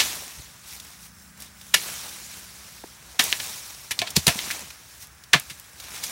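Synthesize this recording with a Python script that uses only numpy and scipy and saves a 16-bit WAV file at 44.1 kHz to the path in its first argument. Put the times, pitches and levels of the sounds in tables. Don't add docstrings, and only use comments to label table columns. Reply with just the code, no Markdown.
import sys
import numpy as np
from scipy import signal
from scipy.fft import rfft, irfft
from scipy.io import wavfile
from scipy.ndimage import uniform_filter1d

SR = 44100
rng = np.random.default_rng(int(sys.argv[2]) if len(sys.argv) > 2 else 0)


def generate_wav(sig):
    pcm = np.round(np.clip(np.atleast_2d(sig).T, -1, 1) * 32767).astype(np.int16)
    wavfile.write(sys.argv[1], SR, pcm)


N = 269451
TIME, HZ = np.arange(N) / SR, np.fft.rfftfreq(N, 1 / SR)
BLOW_TIME = np.arange(SR // 3) / SR
LEAD_S = 0.02

# start_s, level_db, snap_db, rise_s, split_s, t60_s, pitch_factor, bass_db,
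# treble_db_per_octave, ring_db (snap and ring are relative to the level)
KNIFE_CHOPS = [(0.0, -15.5, 4, 0.00038, 0.0032, 0.14, 1.26, -4, -2.5, -10),
               (1.742, -9, 8, 0.0013, 0.0072, 0.011, 0.97, -1, 3, -12),
               (3.1941, -12.5, 9.5, 0.0012, 0.0038, 0.082, 1.06, 0.5, 1, -28),
               (3.3271, -21, 24, 0.00026, 0.0033, .025, 1.05, -4, -10, -19),
               (3.4, -26.5, 1, 0.00035, 0.0024, .02, 1.64, -2.5, -18, -13),
               (3.9095, -22.5, 3, 0.001, 0.01, 0.031, 1.0, -0.5, 5.5, -10)]
POLE_KNOCKS = [(3.991, -22, 18.3, 0.00023, 0.0014, 0.055, 1.53, -29.5, -5.5, -30),
               (4.018, -23, 16, 0.0016, 0.0014, 0.047, 1.1, 7, -4.5, 4.5),
               (4.074, -30, 6.8, 0.0058, 0.0032, 0.048, 1.5, -5, -9, -16),
               (4.1659, -12.5, 18, 0.0035, 0.003, 0.018, 2.01, -2.5, -3.5, -36),
               (4.269, -11.5, 9.7, 0.0014, 0.0019, 0.022, 1.53, 5, 2, -26),
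               (4.2796, -9, 10, 0.00092, 0.0016, 0.025, 0.96, -2.5, 6, -13.5),
               (4.2867, -19.5, 5, 0.0012, 0.0022, 0.073, 0.85, 7, 0, -1),
               (4.3906, -25, 15, 0.00039, 0.00079, 0.013, 1.23, -15, -20, -28),
               (4.504, -32.5, 18, 0.00043, 0.00074, 0.018, 0.63, -6, -18, -28),
               (4.5097, -23, 4.8, 0.00037, 0.0089, 0.011, 0.76, -16, 6.5, -17),
               (5.333, -9.5, 8.7, 0.00054, 0.0033, 0.016, 0.95, -16, -1, -25),
               (5.3384, -12, 17, 0.0025, 0.0061, 0.059, 0.67, 0.5, -5, -3),
               (5.499, -33.5, 5, 0.0009, 0.0073, 0.1, 0.92, -11, 6, -26)]
# frequency_hz, level_db
CRACK_SPECTRUM = [(35, -43), (100, -13), (400, -9.5), (800, -9.5), (1350, -7.5), (1700, -3), (3000, 0),
                  (4300, -3), (6000, -5), (8000, -10.5), (11000, -12), (13000, -18.5), (16000, -30),
                  (22000, -15)]
# pitch_hz, level_db, t60_s
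STEM_MODES = [(1000, -8, 0.071), (1730, 11, 0.076), (1770, -10, 0.044), (1940, -20, 0.076),
              (2216, 21, 0.033), (2370, -10, 0.06), (2965, 19.5, 0.041), (3760, -14, 0.054),
              (4170, -4, 0.091), (5670, 11, 0.066)]
# pitch_hz, level_db, t60_s
POLE_MODES = [(637, -3.5, 0.091), (703, 5, 0.079), (870, -4.5, 0.051), (1053, -5, 0.094),
              (1690, 5.5, 0.034), (1750, -2, 0.055), (2050, -8, 0.039), (2276, -0.5, 0.08),
              (2530, -5, 0.04), (2610, -4, 0.04), (3480, -2, 0.039), (3900, -18, 0.052), (4350, -16, 0.14)]
# start_s, level_db, mid_pitch_hz, t60_s
LOW_THUDS = [(.375, -33.5, 64.4, 0.12), (0.396, -27.5, 107, 0.032), (2.839, -23, 690, 0.01),
             (2.842, -24.5, 327, 0.016), (3.997, -32.5, 119, 0.08), (4.171, -6.5, 159.4, 0.037),
             (4.181, -21, 86, 0.076), (4.277, -6.5, 150, 0.039), (4.286, -22, 79, 0.062),
             (4.356, -23.5, 200, 0.035), (4.473, -33.5, 213, 0.05), (4.63, -43, 178, 0.14),
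             (5.351, -16, 149, 0.074), (5.511, -35.5, 138, 0.059)]
# start_s, level_db, t60_s, centre_hz
SNAPS_AND_SCUFFS = [(.8, -35, .04, 5000), (1.403, -36, .04, 9000), (1.422, -32.5, 0.039, 7400),
                    (1.613, -37.5, .032, 3470), (1.86, -35.5, 0.076, 1100), (1.888, -36, 0.055, 910),
                    (2.051, -45, 0.37, 890), (3.24, -8.5, .003, 12000), (3.243, -14, .0036, 12500),
                    (3.243, -38.5, 0.15, 450), (3.321, -23, 0.015, 5550), (4.105, -29, 0.043, 7200),
                    (4.593, -30.5, .027, 4900), (4.705, -36, .046, 3000), (5.0708, -34, 0.0098, 11000),
                    (5.238, -39.5, 0.035, 4700), (5.398, -23.5, 0.018, 9500), (5.598, -34, 0.022, 9000),
                    (5.8013, -34.5, 0.043, 4230), (6.038, -23.5, 0.081, 5600)]
# frequency_hz, density_db
LEAF_SPECTRUM = [(40, -1), (170, -2), (300, -2), (450, -5.5), (900, -1.5), (1800, -1), (3500, -0.5),
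                 (6000, -1), (8500, -3.5), (11000, -5), (12700, -9.5), (15500, -9)]
# start_s, level_db, hold_s, t60_s, tilt_db_per_octave
LEAF_SHIVERS = [(0.0, -27, 0.028, 1, 1), (1.747, -33.5, 0.14, 2.3, 1.55), (3.2, -27.5, 0.027, 1.05, 1.5),
                (3.389, -34.5, 0.046, 2, 1.8), (4.278, -33.5, 0.25, 0.8, 0.5), (5.366, -44, .04, 2.2, 1.3)]
# middle_s, level_db, half_width_s, tilt_db_per_octave
WEED_SWISHES = [(.725, -39.5, 0.048, 2), (.88, -45.5, .08, 1.5), (1.04, -45, 0.037, 3.5),
                (1.23, -53, 0.07, 5.5), (1.435, -44.5, 0.04, 1), (1.71, -47, 0.12, 2.5),
                (2.35, -43, 0.068, 2), (2.68, -47, 0.24, 1), (3.13, -47.5, 0.075, -.3),
                (4.08, -43, .09, -2), (4.25, -36.5, 0.024, 2), (4.94, -49, .07, 2.5),
                (5.027, -40, 0.019, 3), (5.85, -42, 0.058, 0.7), (5.96, -36.5, 0.045, 0),
                (6.09, -34.5, 0.063, 1.3)]
# time_s, firing_rate_hz, level_db
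ENGINE_COURSE = [(0, 25.5, -71), (.5, 26.8, -62), (0.698, 27.5, -61.5), (1.3, 28.0, -55),
                 (1.7, 28.2, -58.5), (2.3, 28.5, -58), (2.8, 28.3, -61), (3.1, 28.3, -71), (6.11, 28, -95)]
# firing_rate_multiple, level_db
ENGINE_ORDERS = [(6, -6), (7, -4.5), (8, -11.5), (9, -14.5)]
# pitch_hz, width_hz, level_db
INSECT_TRILLS = [(5360, 710, -65), (6260, 250, -71), (7570, 90, -69)]
# frequency_hz, density_db
AIR_SPECTRUM = [(25, -18), (40, -15), (62, 6.5), (100, -1), (160, -4), (230, -12), (400, -17), (700, -16.5),
                (1600, -9), (3200, -21), (6000, -24), (10000, -19.5), (12500, -37), (16000, -15)]


def bamboo_blow(row, modes, tail_t60, wall_db, tail_db=-9, snap_hz=2750, snap_t60=0.0033):
    level_db, snap_db, rise_s, split_s, t60, pitch, bass_db, treble_tilt, ring_db = row
    t = BLOW_TIME - LEAD_S
    age, since_split = np.maximum(t, 0), np.maximum(t - split_s, 0)
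    build = np.exp(np.minimum(t, 0) / rise_s)
    fade = np.hypot(amp(-60 * since_split / t60), amp(tail_db - 60 * since_split / tail_t60))

    def crack_db(f):
        bass = bass_db / (1 + (f / 1100) ** 4)
        treble = treble_tilt * np.log2(1 + (f / 4500) ** 4) / 4
        peaks = sum(1 / (1 + ((f - hz) / 70) ** 2) for hz, _, _ in modes)
        return read_spectrum(CRACK_SPECTRUM, f / pitch) + bass + treble + wall_db * peaks

    crack = colour(build * fade * fibres(len(t)), crack_db)
    snap = amp(snap_db - 60 * age * pitch / snap_t60) * np.cos(2 * np.pi * snap_hz * pitch * age)
    ring = np.zeros(len(t))
    for hz, mode_db, mode_t60 in modes:
        cycles = hz * rng.normal(1, 0.0032) * age + rng.random()
        ring += amp(mode_db - 60 * age / mode_t60) * np.sin(2 * np.pi * cycles)
    ring *= (1 - np.exp(-age / 0.0068)) / 2
    return amp(level_db) * (crack + snap * (t >= 0) + amp(ring_db) * ring)


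def bamboo(blows, modes, tail_t60, wall_db):
    out = np.zeros(N)
    for start_s, *row in blows:
        add(out, start_s - LEAD_S, bamboo_blow(row, modes, tail_t60, wall_db))
    return out


def low_thuds(sag=0.17, octave_db=-7):
    out = np.zeros(N)
    for start_s, level_db, hz, t60 in LOW_THUDS:
        glide = 1 + sag * (2 * np.exp(-BLOW_TIME / 0.015) - 1)
        phase = 2 * np.pi * np.cumsum(hz * glide) / SR
        onset = 1 - np.exp(-BLOW_TIME * hz * 4)
        decay = amp(-60 * BLOW_TIME / t60)
        octave = amp(octave_db) * np.sqrt(decay) * np.sin(2 * phase)
        add(out, start_s, amp(level_db) * onset * decay * (np.sin(phase) + octave))
    return out


def twigs_and_shoots(skirt_db=14, rise_share=0.025):
    out = np.zeros(N)
    t = BLOW_TIME - LEAD_S
    for start_s, level_db, t60, hz in SNAPS_AND_SCUFFS:
        build = np.exp(np.minimum(t, 0) / (rise_share * t60))
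        burst = build * amp(level_db - 60 * np.maximum(t, 0) / t60) * fibres(len(t), grain_db=5)
        band = colour(burst, lambda f: -skirt_db * np.log(1 + np.log2((f + 50) / hz) ** 2) / 2)
        add(out, start_s - LEAD_S, band)
    return out


def fibres(count, grain_db=3.0):
    sizes = np.repeat(rng.standard_normal(count // 8 + 1), 8)[:count]
    fractures = rng.standard_normal(count) * amp(grain_db * sizes)
    return fractures / np.sqrt(uniform_filter1d(fractures ** 2, size=128) + 1e-9)


def leaves(ticks_per_s=450, tick_db=3.0, tick_gain=0.54, patch_db=1.7, flutter_db=0.44):
    touches = (rng.random(N) < ticks_per_s / SR) * rng.choice([-1, 1], N)
    strength = amp(tick_db * np.minimum(rng.exponential(1, N), 4))
    one_tick = rng.standard_normal(len(BLOW_TIME)) * np.exp(-BLOW_TIME / 0.00063)
    ticks = signal.fftconvolve(touches * strength, one_tick)[:N]
    rustle = rng.standard_normal(N) + tick_gain * unit(ticks)
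    f, t, frames = signal.stft(rustle, SR, nperseg=512, noverlap=384)
    level_db, tilt = leaf_motion(t)
    octaves = np.log2(np.maximum(f, 700) / 5000)[:, None]
    shape = amp(read_spectrum(LEAF_SPECTRUM, f)[:, None] + octaves * tilt)
    shape /= np.sqrt(np.mean(shape ** 2, axis=0))
    patches = uniform_filter1d(rng.standard_normal(frames.shape), size=10, axis=0)
    patches = unit(uniform_filter1d(patches, size=7, axis=1))
    hiss = signal.istft(frames * shape * amp(patch_db * patches), SR, nperseg=512, noverlap=384)[1][:N]
    return unit(hiss) * amp(np.interp(TIME, t, level_db) + flutter_db * noise(HZ < 60))


def leaf_motion(t, rest_db=-58, rest_tilt=1, rise_s=0.012, linger_db=-11, linger_factor=2.7):
    stirs = [(amp(rest_db) * np.ones(len(t)), rest_tilt)]
    for start_s, level_db, hold_s, t60, tilt in LEAF_SHIVERS:
        age = np.maximum(t - start_s, 0)
        fall_db = -60 * np.maximum(age - hold_s, 0) / t60
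        settle = np.hypot(amp(fall_db), amp(linger_db + fall_db / linger_factor))
        stirs.append((amp(level_db) * np.minimum(age / rise_s, 1) * settle, tilt))
    for middle_s, level_db, half_width_s, tilt in WEED_SWISHES:
        stirs.append((amp(level_db) * np.exp(-((t - middle_s) / half_width_s) ** 2 / 2), tilt))
    power = sum(gain ** 2 for gain, _ in stirs)
    mean_tilt = sum(gain ** 2 * tilt for gain, tilt in stirs) / power
    return 10 * np.log10(power), mean_tilt


def yard_echoes(direct, wet_db=-24, t60=0.11, echoes_per_s=2000):
    taps = rng.standard_normal(len(BLOW_TIME)) * (rng.random(len(BLOW_TIME)) < echoes_per_s / SR)
    taps *= (BLOW_TIME > 0.015) * amp(-60 * BLOW_TIME / t60)
    return direct + amp(wet_db) * signal.fftconvolve(direct, taps / np.linalg.norm(taps))[:N]


def far_engine(waver_db=1.0):
    times, rate_hz, level_db = np.transpose(ENGINE_COURSE)
    firings = np.cumsum(np.interp(TIME, times, rate_hz)) / SR
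    gain = amp(np.interp(TIME, times, level_db) + waver_db * noise(HZ < 4))
    return gain * sum(amp(db) * np.sqrt(2) * np.sin(2 * np.pi * (order * firings + rng.random()))
                      for order, db in ENGINE_ORDERS)


def insects(swell_db=3):
    out = np.zeros(N)
    for hz, width_hz, level_db in INSECT_TRILLS:
        band = noise(1 / (1 + (2 * (HZ - hz) / width_hz) ** 2))
        out += amp(level_db) * unit(band * amp(swell_db * noise(HZ < 6)))
    return out


def open_air(level_db=-51, low_cut_hz=30):
    low_cut = HZ ** 4 / (HZ ** 4 + low_cut_hz ** 4)
    return amp(level_db) * noise(amp(read_spectrum(AIR_SPECTRUM, HZ)) * low_cut)


def amp(db):
    return 10 ** (np.asarray(db) / 20)


def unit(x):
    return x / np.sqrt(np.mean(x ** 2) + 1e-20)


def read_spectrum(points, hz):
    f, db = np.transpose(points)
    return np.interp(np.log(hz + 1), np.log(f), db)


def add(mix, start_s, sound):
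    at = round(start_s * SR)
    part = mix[max(at, 0):][:len(sound) + min(at, 0)]
    part += sound[max(-at, 0):][:len(part)]


def noise(gain):
    return unit(irfft(rfft(rng.standard_normal(N)) * gain, N))


def colour(x, db_at, size=1024):
    log_gain = np.log(amp(db_at(abs(np.fft.fftfreq(size, 1 / SR)))))
    taps = np.fft.ifft(np.exp(np.conj(signal.hilbert(log_gain)))).real
    return signal.fftconvolve(x, taps / np.linalg.norm(taps))[:len(x)]


def scene():
    chops = bamboo(KNIFE_CHOPS, STEM_MODES, tail_t60=0.13, wall_db=3)
    knocks = bamboo(POLE_KNOCKS, POLE_MODES, tail_t60=0.15, wall_db=2.5)
    work = yard_echoes(chops + knocks + twigs_and_shoots() + low_thuds()) + leaves()
    background = open_air() + far_engine() + insects()
    return (work + background)[None]


def record(dry, low_cut_hz=45, ceiling=0.85, top_hz=15900):
    trimmed = signal.sosfilt(signal.butter(2, low_cut_hz, "highpass", fs=SR, output="sos"), dry)
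    rounded = trimmed / (1 + (trimmed / ceiling) ** 6) ** (1 / 6)
    lowpass = signal.firwin(511, top_hz, window=("kaiser", 8), fs=SR)
    return signal.oaconvolve(rounded, lowpass[None], "same")


dry = scene()
out = record(dry)
generate_wav(out)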